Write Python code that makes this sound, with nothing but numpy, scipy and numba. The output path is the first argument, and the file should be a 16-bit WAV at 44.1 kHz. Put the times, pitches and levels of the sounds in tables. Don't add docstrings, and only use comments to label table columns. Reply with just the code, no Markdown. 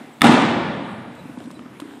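import sys
import numpy as np
from scipy import signal
from scipy.fft import rfft, irfft
from scipy.io import wavfile
from scipy.ndimage import uniform_filter1d
from numba import njit

SR = 44100
rng = np.random.default_rng(int(sys.argv[2]) if len(sys.argv) > 2 else 0)


def waveform_to_disk(signal):
    frames = np.transpose(np.atleast_2d(signal))
    scaled = np.clip(frames, -1, 1) * 32767
    samples = np.round(scaled).astype(np.int16)
    wavfile.write(sys.argv[1], SR, samples)


def volts_from_decibels(level):
    exponent = np.asarray(level, float) / 20
    return 10 ** exponent


N = 88200


def table(rows, hz):
    rows = np.array(rows, float)
    return np.interp(np.log(hz), np.log(rows[:, 0]), rows[:, 1])


def unit(x):
    return x / np.sqrt(np.mean(x ** 2))


def clicks(times, db):
    x = np.zeros(N)
    np.add.at(x, (np.asarray(times) * SR).astype(int), volts_from_decibels(db))
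    return x


def conv(x, h):
    return signal.fftconvolve(x, h)[:N]


def decay(t, t60):
    return np.exp(-np.log(1000) * t / t60)


def mode(hz, t60, t):
    t = np.maximum(t, 0)
    return np.sin(2 * np.pi * hz * t) * decay(t, t60)


def bands(colour, shape):
    f = np.fft.rfftfreq(N, 1 / SR) + 1
    spectrum = rfft(rng.standard_normal(N)) * volts_from_decibels(table(colour, f))
    out = np.zeros(N)
    for hz in 25 * 2 ** (np.arange(29) / 3):
        window = np.maximum(1 - 3 * np.abs(np.log2(f / hz)), 0)
        out += irfft(spectrum * window, N) * shape(hz)
    return out


def walk(rate_hz):
    hold = int(SR / rate_hz)
    held = np.repeat(rng.standard_normal(N // hold + 1), hold)
    return 1.3 * uniform_filter1d(held, hold)[:N]


# freq_hz [Hz], density_db [dB per Hz]
AIR_SPECTRUM = [(25, -19), (80, -4.5), (200, 2), (650, -4.5), (2000, -11), (3800, -20), (8000, -22.5),
                (15000, -24.5)]
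# freq_hz [Hz], density_db [dB per Hz]
RING_SPECTRUM = [(50, -28), (150, -9.5), (240, -3), (480, -10.5), (850, -9.5), (2500, -19), (7000, -29.5),
                 (14000, -35)]


def air(t):
    hum = unit(bands(AIR_SPECTRUM, lambda hz: volts_from_decibels(2.4 * walk(8.09))))
    earlier = unit(bands(RING_SPECTRUM, lambda hz: 1)) * decay(t, t60=0.94)
    return volts_from_decibels(-47) * hum + volts_from_decibels(-44.5) * earlier


# freq_hz [Hz], t60_s [s]
HALL_DECAY = [(60, 4), (130, 2.9), (260, 1.635), (700, 1.716), (2000, 1.63), (4000, 1.42), (8000, 0.77),
              (13000, 0.13)]


def hall(t, colour):
    build_s = 0.018
    response = bands(colour, lambda hz: decay(t, table(HALL_DECAY, hz)))
    response = response / np.sqrt(np.mean(response[:SR // 10] ** 2))
    return response * (1 - np.exp(-(t / build_s) ** 2))


# start_s [s], length_s [s], level_db [dB], centre_hz [Hz]
SCUFFS = [
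    (1.149, 0.0096, -53, 3800),
    (1.504, 0.017, -50.5, 5000),
    (1.8, 0.0074, -39, 4200),
    (1.805, .013, -47.5, 5940),
    (1.376, 0.054, -52, 1980),
    (1.423, 0.044, -52.5, 2980),
]


def scuffs(t):
    grain = rng.standard_normal(N) * volts_from_decibels(4.9 * walk(700))
    out = np.zeros(N)
    for start_s, length_s, level_db, centre_hz in SCUFFS:
        b, a = signal.iirpeak(centre_hz, 0.7, fs=SR)
        rub = unit(signal.lfilter(b, a, grain))
        progress = np.clip((t - start_s) / length_s, 0, 1)
        out += volts_from_decibels(level_db) * rub * np.sin(np.pi * progress) ** 0.5
    return out


# start_s [s], length_s [s], level_db [dB], top_hz [Hz], fall_share [1]
SQUEAKS = [
    (.131, .015, -52, 7800, .02),
    (1.184, .032, -51, 4000, .11),
    (1.547, .03, -52, 4000, .11),
    (1.425, .03, -59, 4150, .04),
]


def squeaks(t):
    out = np.zeros(N)
    for start_s, length_s, level_db, top_hz, fall_share in SQUEAKS:
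        progress = np.clip((t - start_s) / length_s, 0, 1)
        arch = 1 - fall_share * ((progress - 0.4) / 0.6) ** 2
        pitch_hz = top_hz * arch + 60 * walk(400)
        tone = np.sin(2 * np.pi * np.cumsum(pitch_hz) / SR)
        out += volts_from_decibels(level_db) * np.sin(np.pi * progress) * tone
    return out


# start_s [s], peak_db [dB], pitch_hz [Hz]
TICKS = [(1.259, -49, 900), (1.299, -40, 880), (1.373, -33, 900), (1.405, -33, 694), (1.505, -35, 1047),
         (1.593, -33.5, 1240), (1.622, -43, 1074), (1.661, -37.5, 1195), (1.755, -46, 1960),
         (1.799, -30, 1040), (1.82, -34, 1230), (1.91, -40, 1590), (1.937, -40, 1610), (1.971, -39.5, 810)]


def ticks(t):
    grit_s, t60_s = 0.0019, 0.019
    u = t[:SR // 20]
    out = np.zeros(N)
    for start_s, peak_db, pitch_hz in TICKS:
        grit = rng.standard_normal(len(u)) * np.exp(-u / grit_s)
        octaves = signal.butter(2, [pitch_hz / 2, pitch_hz * 2], "band", fs=SR, output="sos")
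        grit = signal.sosfilt(octaves, grit)
        tick = mode(pitch_hz, t60_s, u) + 0.66 * mode(0.56 * pitch_hz, t60_s, u) + 1.6 * grit
        i = int(start_s * SR)
        out[i:i + len(u)] += volts_from_decibels(peak_db) * tick[:N - i]
    return out


# start_s [s], peak_db [dB], pitch_hz [Hz]
THUDS = [(0.011, -31.5, 246.5), (0.042, -34, 267.5), (0.091, -45, 278), (1.254, -29, 260),
         (1.294, -29.5, 298), (1.339, -34, 245), (1.375, -25, 255.5), (1.409, -29, 283), (1.453, -27, 236),
         (1.474, -27.5, 283), (1.5, -40.5, 248), (1.57, -33, 311), (1.591, -32.5, 232), (1.658, -31, 253),
         (1.82, -24, 292), (1.852, -33.5, 318), (1.888, -35.5, 275), (1.914, -31, 284), (1.939, -41, 280),
         (1.974, -39, 263)]


def thuds(t):
    t60_s, push_s = 0.052, 0.0021
    out = np.zeros(N)
    for start_s, peak_db, pitch_hz in THUDS:
        u = t - start_s
        push = 1 - np.exp(-np.maximum(u, 0) / push_s)
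        out += volts_from_decibels(peak_db + 3.5) * mode(pitch_hz, t60_s, u) * push
    return out


# start_s [s], crack_db (sole) [dB], thump_db (boards) [dB]
HEELS = [(.209, -21, -25), (0.2178, 6.5, 0.5), (0.2212, -7, -8), (.229, -12.5, -4), (.242, -5, 0),
         (0.2463, -12.5, -7), (0.2521, -14, 3), (0.259, -13, -2.5), (0.268, -7, -1.5), (.294, -16, 8.5),
         (.321, -12, -7), (.342, -15, -5.5), (0.42, -20, -7)]
# pitch_hz [Hz], level_db [dB], t60_s [s]
SOLE_MODES = [(1340, -1, 0.025), (1850, 2.5, 0.013), (2110, 1, 0.013), (2770, 2.5, 0.013),
              (3590, 3.5, .012), (5180, -9, 0.016), (6950, -17.5, 0.011), (8400, -3, 0.0052),
              (10180, -20, 0.0061), (14700, -27, .006)]
# pitch_hz [Hz], level_db [dB], t60_s [s]
BOARD_MODES = [(173, -28, 0.28), (245, -2.5, 0.072), (301, -9.5, 0.058), (414, -18.5, 0.038),
               (796, 0, 0.031)]


def heel(crack_db, thump_db, u):
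    crack_s, rise_s = 0.0013, 0.00048
    modes = [*SOLE_MODES, *BOARD_MODES]
    drive_db = [crack_db - 6.5] * len(SOLE_MODES) + [thump_db - 7] * len(BOARD_MODES)
    level_shift, pitch_shift = rng.standard_normal((2, len(modes)))
    hit = np.zeros(len(u))
    for k, (pitch_hz, level_db, t60_s) in enumerate(modes):
        gain = volts_from_decibels(level_db + 2 * level_shift[k] + drive_db[k])
        hit += gain * mode(pitch_hz * (1 + pitch_shift[k] / 50), t60_s, u)
    hit += volts_from_decibels(crack_db - 7) * rng.standard_normal(len(u)) * np.exp(-u / crack_s)
    return hit * (1 - np.exp(-u / rise_s))


def stamp(t):
    u = t[:SR // 5]
    direct = np.zeros(N)
    for start_s, crack_db, thump_db in HEELS:
        i = int(start_s * SR)
        direct[i:i + len(u)] += heel(crack_db, thump_db, u)
    heels = np.array(HEELS)
    blows = clicks(heels[:, 0], heels[:, 1])
    blows = blows / np.sqrt(np.sum(blows ** 2))
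    return direct + volts_from_decibels(-11.5) * conv(blows, hall(t, RING_SPECTRUM))


def scene():
    t = np.arange(N) / SR
    soft = thuds(t) + ticks(t) + scuffs(t) + squeaks(t)
    wet = conv(soft, hall(t, [(20, 6.5), (20000, -4)])) / 10
    return (stamp(t) + soft + volts_from_decibels(-29.5) * wet + air(t))[None]


# freq_hz [Hz], gain_db [dB]
MIC_RESPONSE = [(40, -17), (140, 1), (3100, -1), (3700, 0.5), (4400, -5.5), (6100, -7.5), (8400, -2.5),
                (15000, -10.5)]


def microphone(x):
    size = 2 * N
    gain = volts_from_decibels(table(MIC_RESPONSE, np.fft.rfftfreq(size, 1 / SR) + 1))
    return irfft(rfft(x, size) * gain, size)[:N]


@njit
def follow(x, release):
    e, out = 0., np.empty(len(x))
    for i in range(len(x)):
        e = max(abs(x[i]), e * release)
        out[i] = e
    return out


def limiter(x):
    ceiling_db, release_s = 1, 0.048
    env = follow(x, np.exp(-1 / (release_s * SR)))
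    gain = np.minimum(1, volts_from_decibels(ceiling_db) / (env + 1e-9))
    return x * uniform_filter1d(gain, size=64)


def drop_faint_treble(x):
    from_hz, floor_db, slope_db_per_khz = 7900, -61, 1.9
    f, _, z = signal.stft(x, SR, nperseg=512)
    f = f[:, None]
    power = uniform_filter1d(np.abs(z) ** 2, size=5, axis=1)
    local = uniform_filter1d(power, size=9, axis=0)
    limit = power.sum(0) * volts_from_decibels(2 * (floor_db + slope_db_per_khz * (f - from_hz) / 1000))
    keep = (local > limit) | (f < from_hz)
    return signal.istft(z * keep, SR, nperseg=512)[1][:N]


def top_cut(x):
    return signal.sosfilt(signal.butter(12, 15960, fs=SR, output="sos"), x)


def record(dry):
    x = limiter(microphone(dry[0]))
    x = np.clip(1.252 * x, -1, 1)
    x = signal.sosfilt(signal.butter(2, 70, "high", fs=SR, output="sos"), x)
    x = signal.sosfilt(signal.ellip(6, 0.3, 50, 15600, fs=SR, output="sos"), x)
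    mix = np.clip(drop_faint_treble(x), -1, 1)[None]
    return top_cut(mix)


dry = scene()
out = record(dry)
waveform_to_disk(out)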